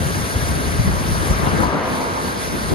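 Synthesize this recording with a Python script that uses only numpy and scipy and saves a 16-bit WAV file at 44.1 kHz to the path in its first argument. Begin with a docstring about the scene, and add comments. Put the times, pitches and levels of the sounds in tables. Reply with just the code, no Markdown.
"""On a city street, a sweeper works along the far kerb: blower and engine roar, steel brooms hiss on asphalt.
Bristle flicks and shaped noise make the hiss; noise, resonances and a fan whine the blower; sines the engine.
A car passes close by from left to right as delayed tyre noise with an exhaust drone, slapping over two seams.
It briefly screens the brooms and blower, the finest hiss most.
Wind, as low noise in gusts, buffets the two microphone ports and drops about as the car comes abreast."""
import sys
import numpy as np
from scipy import signal
from scipy.fft import rfft, irfft
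from scipy.io import wavfile
from scipy.ndimage import uniform_filter1d, map_coordinates

SR = 44100
rng = np.random.default_rng(int(sys.argv[2]) if len(sys.argv) > 2 else 0)


def transcribe(signal):
    """Save signal, clipped to [-1, 1], as a 16-bit WAV file at the path in sys.argv[1]."""
    frames = np.atleast_2d(signal).T
    limited = np.clip(frames, -1, 1)
    pcm = np.round(limited * 32767).astype(np.int16)
    wavfile.write(sys.argv[1], SR, pcm)


N = 120834
TIME = np.arange(N) / SR
HZ = np.maximum(np.arange(N // 2 + 1) * SR / N, 1)

# Swing of the brooms' hiss, before the low and high swing factors: time_s, swing_db
BROOM_SWING = [(0, 1.5), (.33, 3), (.64, 2.5), (.76, 1), (.98, 2), (1.22, 3), (1.38, 1), (1.6, 1.5),
               (1.92, -0.5), (2.15, -0.8), (2.27, 1.7), (2.35, -0.5), (2.42, 2), (2.54, -1.5), (2.62, 0.6),
               (2.74, 0.5)]
# Spectrum of bristles on asphalt: frequency_hz, relative_density_db (per Hz)
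BROOM_SPECTRUM = [(1500, -2.5), (2800, 0.5), (4500, 2.5), (5300, -1), (5900, 1.5), (6250, -1.5), (7000, 0),
                  (10200, -2), (11800, -7.5), (13000, -12.5), (15500, -2)]
# Level of the blower's roar and whine over time: time_s, change_db
ROAR_SWING = [(0, 0.5), (.45, 1), (.6, 0.5), (1.0, 0), (1.35, 2), (1.6, 4), (2.0, -1), (2.4, -1.5),
              (2.74, -1)]
# Spectrum of the blower's rushing air: frequency_hz, relative_density_db (per Hz)
ROAR_SPECTRUM = [(30, -5), (60, -1), (180, 6), (300, 2.5), (580, 0), (800, -5), (1250, -3.5), (1600, -3.5),
                 (2000, -6), (2600, -16), (4500, -24), (9000, -43.5)]
# Duct and hopper resonances of the blower: frequency_hz, width_hz, level_db
DUCT_RESONANCES = [(476, 52, -50.5), (617, 180, -49), (950, 41, -46.5), (1694, 200, -41.5), (2137, 23, -51),
                   (4600, 570, -58)]
# Phase of the sweeper's direct sound between the ports: frequency_hz, left_lead_rad
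PORT_LEAD = [(20, 0), (300, .3), (700, 1.1), (1000, 2.3), (1350, 2.3), (1850, 3.3), (2500, 6.5), (3100, 7),
             (4000, 6.5), (4800, 6.6), (5800, 9.4), (6100, 9.3), (6400, 5.6), (7200, 3.14), (8700, 3.14),
             (9300, 0), (12600, 0), (13150, -3.14)]
# Power of the sweeper's sound common to both ports: frequency_hz, common_share (0 to 1)
PORT_LIKENESS = [(60, .8), (400, .35), (900, .5), (1500, .7), (2700, .3), (4500, .7), (5900, .8),
                 (6400, .45), (7300, 1), (8300, 1), (9100, .5), (9700, 1)]
# Balance of the sweeper between the ports: frequency_hz, left_minus_right_db
PORT_BALANCE = [(100, 1.5), (450, 3.5), (1100, 4.5), (1800, -.5), (2900, 2), (4700, 1), (6500, 1),
                (7300, 0)]
# Spectrum of tyre and body noise: frequency_hz, relative_density_db (per Hz)
TYRE_SPECTRUM = [(40, -8), (120, -23), (270, 0.5), (420, -1.5), (650, 3), (800, 0), (1000, 5), (1200, 3.5),
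                 (1450, -3), (2000, -8.5), (3000, -18), (6000, -50), (10000, -68), (15000, -64)]
# Axles crossing two road seams, levels before distance loss: peak_s, level_db
SEAM_CROSSINGS = [(1.467, -13.5), (1.633, -13), (2.008, -22), (2.175, -15)]
# Resonances of a struck tyre: frequency_hz, width_hz, relative_level_db
TYRE_RESONANCES = [(516, 90, -9), (700, 120, -6), (940, 70, 0.5), (1245, 110, -7)]
# Exhaust drone, levels before bearing and distance act: frequency_hz, width_hz, level_db
EXHAUST_RESONANCES = [(260.4, 24, -34.5), (504, 47, -36)]
# Level of the wind on the ports, before gusts: time_s, level_db
WIND_SWING = [(0, -22), (.13, -26.5), (.24, -27), (.29, -33), (.36, -24), (.56, -20.5), (.72, -22.5),
              (.84, -21), (.94, -23.5), (1.07, -21), (1.2, -22), (1.38, -22.5), (1.46, -23), (1.63, -20),
              (1.73, -32.5), (2.1, -36), (2.48, -32), (2.66, -27), (2.74, -27)]
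# Spectrum of the wind's low rumble: frequency_hz, relative_density_db (per Hz)
WIND_SPECTRUM = [(20, -32), (36, -1), (52, 0.5), (80, 2), (130, -2.5), (200, -9), (300, -23.5), (600, -39),
                 (2000, -36.5), (10000, -87)]
# Spectrum of a gust's higher flutter: frequency_hz, relative_density_db (per Hz)
FLUTTER_SPECTRUM = [(60, -34), (140, 4.5), (240, 3.5), (430, -3.5), (650, -10.5), (1100, -18.5),
                    (2500, -45), (12000, -75)]
# Single gusts: centre_s, width_s, rumble_change_db, flutter_level_db, flutter_left_minus_right_db
GUST_EVENTS = [(0.01, 0.014, 6.5, -35, 7), (.066, 0.0059, 7, -37, 5), (.17, 0.011, 7.5, -31, 9),
               (.236, .007, 5, -33, 2), (.357, 0.0079, 9, -40, 3), (.428, 0.0082, 2.5, -29, 13),
               (.51, 0.009, 3, -32, 6), (.585, 0.046, -5, -26, 0), (.675, .01, 5, -29, 4),
               (.793, 0.0096, 10, -36, -2), (.875, 0.019, 9, -28, 0), (.94, 0.019, 4.5, -36, -2),
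               (1.01, .012, -1.5, -33, -4), (1.12, 0.0051, 6, -32, 5), (1.21, 0.0097, 4, -31, 0),
               (1.304, 0.011, 11.5, -27, -7), (1.434, 0.006, 11, -24, 3), (1.47, 0.0072, 2.5, -16.5, 7),
               (1.539, .014, -1, -19, 7), (1.602, 0.0081, -0.5, -16, 8), (1.656, 0.011, 6, -27, 15),
               (1.75, 0.02, -9, -20.5, 1.5), (2.24, 0.021, 4.5, -27, 2.5), (2.38, 0.024, -2, -28.5, 2),
               (2.53, 0.035, -5, -25, 2.5), (2.724, 0.02, 6, -16.5, 4)]

# The finest hiss beams most, so it swings and is screened more than the rest
BROOM_SPLIT_HZ, LOW_HISS_SWING, HIGH_HISS_SWING = 6900, 0.48, 2.02
BROOM_DB, FLICKS_PER_S, FLICK_SPREAD_DB, FLICK_SHARE = -31.5, 9000, 2.5, 0.35
SCRAPE_FLUTTER_DB, SCRAPE_FLUTTER_PER_S = 0.56, 4.3  # depth before the swing factors
ROAR_DB = -26
# The fan's blade whine, blurred by turbulence; wander is a share of the pitch
WHINE_HZ, WHINE_DB, WHINE_WIDTH_HZ = 1584, -38, 13
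WHINE_WANDER, WHINE_WANDERS_PER_S = .018, 4.97
FIRING_HZ, ENGINE_DB, ORDER_RISE_DB = 69.6, -49, 3.5
ENGINE_WANDER, ENGINE_WANDERS_PER_S = 0.021, 4.7
# Screening by the car; the brooms' depth is before the swing factors
SCREEN_FROM_S, SCREEN_TO_S, SCREEN_EDGE_S = 1.672, 1.862, .042
SCREEN_BROOM_DB, SCREEN_ROAR_DB = -5.5, -4
# Moving air makes each band of the distant sweeper waver on its own
WAVER_DB, WAVER_PER_S = 1.44, 21
# The car: moment abreast, speed, nearest distance, extra tyre noise fore and aft
CAR_S, CAR_M_PER_S, CAR_DISTANCE_M, TYRE_HORN_DB = 1.82, 15.7, 3.03, 3
CAR_DB, CAR_PAN_DB, CAR_LEFT_DB, CAR_LAG_S, CAR_LIKENESS = -23.5, 5.5, 2, 0.00038, 0.68
CAR_WAVER_DB, CAR_WAVER_PER_S = 2.0, 3
# Knocks and drone are muffled; the tyre roar is brightest abreast
BODY_MUFFLE_HZ, TYRE_BRIGHT_HZ, TYRE_DULL_DB = 1700, 1300, -2.5
SEAM_ATTACK_S, SEAM_DECAY_S, SEAM_PAN_DB = .008, 0.02, 5.5
EXHAUST_AFT_DB, EXHAUST_PAN_DB = 6, 3.5
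SOUND_M_PER_S = 343
WIND_LIKENESS, WIND_LEFT_DB, WIND_LUMP_DB, WIND_LUMPS_PER_S = 0.44, 2, -0.9, 62
GUST_RISE, GUST_FALL = .7, 1.3  # shares of a gust's width
EVEN_S, FADE_S, BASS_CUT_HZ, CUTOFF_HZ = .025, .002, 43, 15600


def brooms(screened):
    """Impulsive friction: thousands of bristle flicks a second over a smooth scraping hiss."""
    flicks = (rng.random((3, N)) < FLICKS_PER_S / SR) * rng.choice([-1, 1], (3, N))
    strength_db = FLICK_SPREAD_DB * np.minimum(rng.exponential(1, (3, N)), 5)
    flicks = rms_one(flicks * from_db(strength_db))
    scrape = rng.standard_normal((3, N))
    hiss = from_db(BROOM_DB) * colour(blend(flicks, scrape, FLICK_SHARE), BROOM_SPECTRUM)
    low = lowpass(hiss, BROOM_SPLIT_HZ)
    high = hiss - low
    swing_db = in_time(BROOM_SWING) + SCREEN_BROOM_DB * screened
    swing_db = swing_db + SCRAPE_FLUTTER_DB * drift(SCRAPE_FLUTTER_PER_S)
    return low * from_db(LOW_HISS_SWING * swing_db) + high * from_db(HIGH_HISS_SWING * swing_db)


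def blower():
    """Flow noise and resonance: rushing air, ringing ducts and the fan's wavering blade tone."""
    air = from_db(ROAR_DB) * colour(rng.standard_normal((3, N)), ROAR_SPECTRUM)
    air = air + resonances(DUCT_RESONANCES)
    turn = phase(WHINE_HZ, WHINE_WANDER, WHINE_WANDERS_PER_S)
    # slow random sine and cosine amplitudes broaden the tone
    whine = np.array([
        drift(WHINE_WIDTH_HZ) * np.cos(turn) + drift(WHINE_WIDTH_HZ) * np.sin(turn) for _ in air])
    return (air + from_db(WHINE_DB) * rms_one(whine)) * from_db(in_time(ROAR_SWING))


def engine(count=5):
    """Harmonic series of periodic firing: each order is stronger than the last, the pitch wanders."""
    turn = phase(FIRING_HZ, ENGINE_WANDER, ENGINE_WANDERS_PER_S)
    orders = 0
    for k in range(count):
        order = np.sin((k + 1) * turn + rng.uniform(0, 2 * np.pi))
        orders = orders + from_db(ORDER_RISE_DB * k) * order
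    return from_db(ENGINE_DB) * rms_one(orders)


def across_street(x):
    """Partial coherence: row 0 arrives directly, rows 1 and 2 as scatter from road and walls."""
    z = rfft(x)
    direct = z[0] * np.exp(np.array([[.5j], [-.5j]]) * by_hz(PORT_LEAD))
    ports = blend(direct, z[1:], by_hz(PORT_LIKENESS))
    return irfft(ports * pan(by_hz(PORT_BALANCE)), N)


def car():
    """A moving source: distance loss, propagation delay (Doppler shift) and bearing follow its place."""
    along = CAR_M_PER_S * (TIME - CAR_S)
    distance = np.hypot(along, CAR_DISTANCE_M)
    bearing = along / distance  # -1 far left, 1 far right
    sent = TIME - distance / SOUND_M_PER_S

    def at_ports(sound, pan_db):
        """Interaural-style lag and level difference between the two ports."""
        direct = np.array([read_at(sound[0], sent + side * CAR_LAG_S * bearing) for side in (-.5, .5)])
        scatter = np.array([read_at(row, sent) for row in sound[1:]])
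        return blend(direct, scatter, CAR_LIKENESS) * pan(CAR_LEFT_DB - pan_db * bearing)

    roll = at_ports(colour(rng.standard_normal((3, N)), TYRE_SPECTRUM), CAR_PAN_DB)
    roll = roll * from_db(CAR_DB + TYRE_HORN_DB * bearing ** 2)
    dull = lowpass(roll, TYRE_BRIGHT_HZ)
    roll = dull + (roll - dull) * from_db(TYRE_DULL_DB * bearing ** 2)

    ring = evened(lowpass(resonances(TYRE_RESONANCES), BODY_MUFFLE_HZ))
    slaps = at_ports(ring, SEAM_PAN_DB) * seam_blows()

    drone = lowpass(resonances(EXHAUST_RESONANCES), BODY_MUFFLE_HZ)
    # stronger astern, weaker ahead
    drone = at_ports(drone, EXHAUST_PAN_DB) * from_db(EXHAUST_AFT_DB * bearing)

    # the colour of the tyre roar shifts unevenly
    roll = wavering(roll, depth_db=CAR_WAVER_DB, rate=CAR_WAVER_PER_S, top_hz=3170, count=22)
    return (roll + slaps + drone) * CAR_DISTANCE_M / distance


def seam_blows():
    """Impact envelope: each axle slaps a seam with a quick rise, then exponential decay."""
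    blows = 0
    for s, db in SEAM_CROSSINGS:
        rise_or_fall = np.minimum((TIME - s) / SEAM_ATTACK_S, (s - TIME) / SEAM_DECAY_S)
        blows = blows + from_db(db) * np.exp(rise_or_fall)
    return blows


def wind():
    """Turbulent pressure: lumpy low noise, partly separate at each port."""
    eddies = colour(rng.standard_normal((3, N)), WIND_SPECTRUM)
    lumps = rms_one(from_db(WIND_LUMP_DB * drift(WIND_LUMPS_PER_S)))
    level_db = in_time(WIND_SWING) + swells(GUST_EVENTS)
    buffets = evened(blend(eddies[0], eddies[1:], WIND_LIKENESS)) * lumps * from_db(level_db)
    return buffets * pan(WIND_LEFT_DB)


def flutter():
    """Local turbulence: short gusts tear across each port as independent noise."""
    strength = 0
    for s, width, _, db, left_db in GUST_EVENTS:
        strength = strength + from_db(db) * pan(left_db) * gust(s, width)
    return strength * evened(colour(rng.standard_normal((2, N)), FLUTTER_SPECTRUM))


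def gust(s, width):
    """Asymmetric pulse: a bell that rises faster than it falls."""
    side_width = width * np.where(TIME < s, GUST_RISE, GUST_FALL)
    return np.exp(-.5 * ((TIME - s) / side_width) ** 2)


def swells(rows):
    """Superposition in decibels: the gusts' changes to the wind rumble."""
    return sum(db * gust(s, width) for s, width, db, *_ in rows)


def wavering(x, depth_db, rate, top_hz, count):
    """Random modulation: overlapping bands, each with a slow gain of its own."""
    z = rfft(x)
    centres = np.log(np.geomspace(300, top_hz, count))
    out = 0
    for band in np.eye(count):
        part = irfft(z * np.interp(np.log(HZ), centres, band), N)
        out = out + part * from_db(depth_db * drift(rate))
    return out


def resonances(rows):
    """Damped modes: three unrelated noises ring in the same two-pole resonances."""
    out = 0
    for hz, width, db in rows:
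        r = np.exp(-np.pi * width / SR)
        poles = [1, -2 * r * np.cos(2 * np.pi * hz / SR), r * r]
        ring = signal.lfilter([1, 0, -1], poles, rng.standard_normal((3, N)))
        out = out + from_db(db) * rms_one(ring)
    return out


def phase(hz, wander, rate):
    """Phase in radians as the running sum of a randomly wandering frequency."""
    return 2 * np.pi * np.cumsum(hz * (1 + wander * drift(rate))) / SR


def drift(rate):
    """Low-passed chance: slow random motion with spread 1."""
    return rms_one(irfft(rfft(rng.standard_normal(N)) / (1 + (HZ / rate) ** 2), N))


def colour(x, spectrum):
    """Spectral shaping of white noise, scaled to rms 1."""
    return rms_one(irfft(rfft(x) * from_db(by_hz(spectrum)), N))


def lowpass(x, cut_hz):
    """Attenuation that rolls off steeply above a frequency."""
    return irfft(rfft(x) / (1 + (HZ / cut_hz) ** 4), N)


def evened(x):
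    """Short-time normalization to rms near 1, so that gusts and blows set the shape."""
    power = uniform_filter1d(x ** 2, int(EVEN_S * SR), axis=-1)
    return x / np.sqrt(np.maximum(power, 1e-12))


def blend(common, own, likeness):
    """Power-preserving sum of a shared signal and independent ones."""
    share = np.clip(likeness, 0, 1)
    return np.sqrt(share) * common + np.sqrt(1 - share) * own


def pan(left_db):
    """Level difference split evenly into left and right gains."""
    return from_db(np.array([[.5], [-.5]]) * left_db)


def read_at(x, seconds):
    """Variable delay: interpolate a sound at moving read times."""
    return map_coordinates(x, [seconds * SR], order=3, mode="mirror")


def in_time(rows):
    """Linear interpolation of a curve at every sample."""
    return np.interp(TIME, *np.transpose(rows))


def by_hz(rows):
    """Interpolation of a table along logarithmic frequency."""
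    hz, value = np.transpose(rows)
    return np.interp(np.log(HZ), np.log(hz), value)


def from_db(db):
    """Decibels to amplitude ratio."""
    return 10 ** (np.asarray(db) / 20)


def rms_one(x):
    """Normalization to unit rms."""
    return x / np.sqrt(np.mean(x ** 2) + 1e-20)


def scene():
    """Superposition: the sweeper behind the passing car, with wind on top."""
    enter = np.tanh((TIME - SCREEN_FROM_S) / SCREEN_EDGE_S)
    leave = np.tanh((TIME - SCREEN_TO_S) / SCREEN_EDGE_S)
    screened = .5 * (enter - leave)
    sweeper = across_street(brooms(screened) + blower() * from_db(SCREEN_ROAR_DB * screened))
    sweeper = wavering(sweeper, depth_db=WAVER_DB, rate=WAVER_PER_S, top_hz=14000, count=18)
    return sweeper + engine() + car() + wind() + flutter()


def record(dry):
    """Band limiting: the microphones shed the deepest bass, and a steep filter cuts the top."""
    bass_cut = signal.butter(4, BASS_CUT_HZ, "high", fs=SR, output="sos")
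    top_cut = signal.ellip(12, .1, 80, CUTOFF_HZ, fs=SR, output="sos")
    fade = np.minimum(np.minimum(TIME, TIME[::-1]) / FADE_S, 1)
    return signal.sosfilt(top_cut, signal.sosfilt(bass_cut, dry * fade))


dry = scene()
out = record(dry)
transcribe(out)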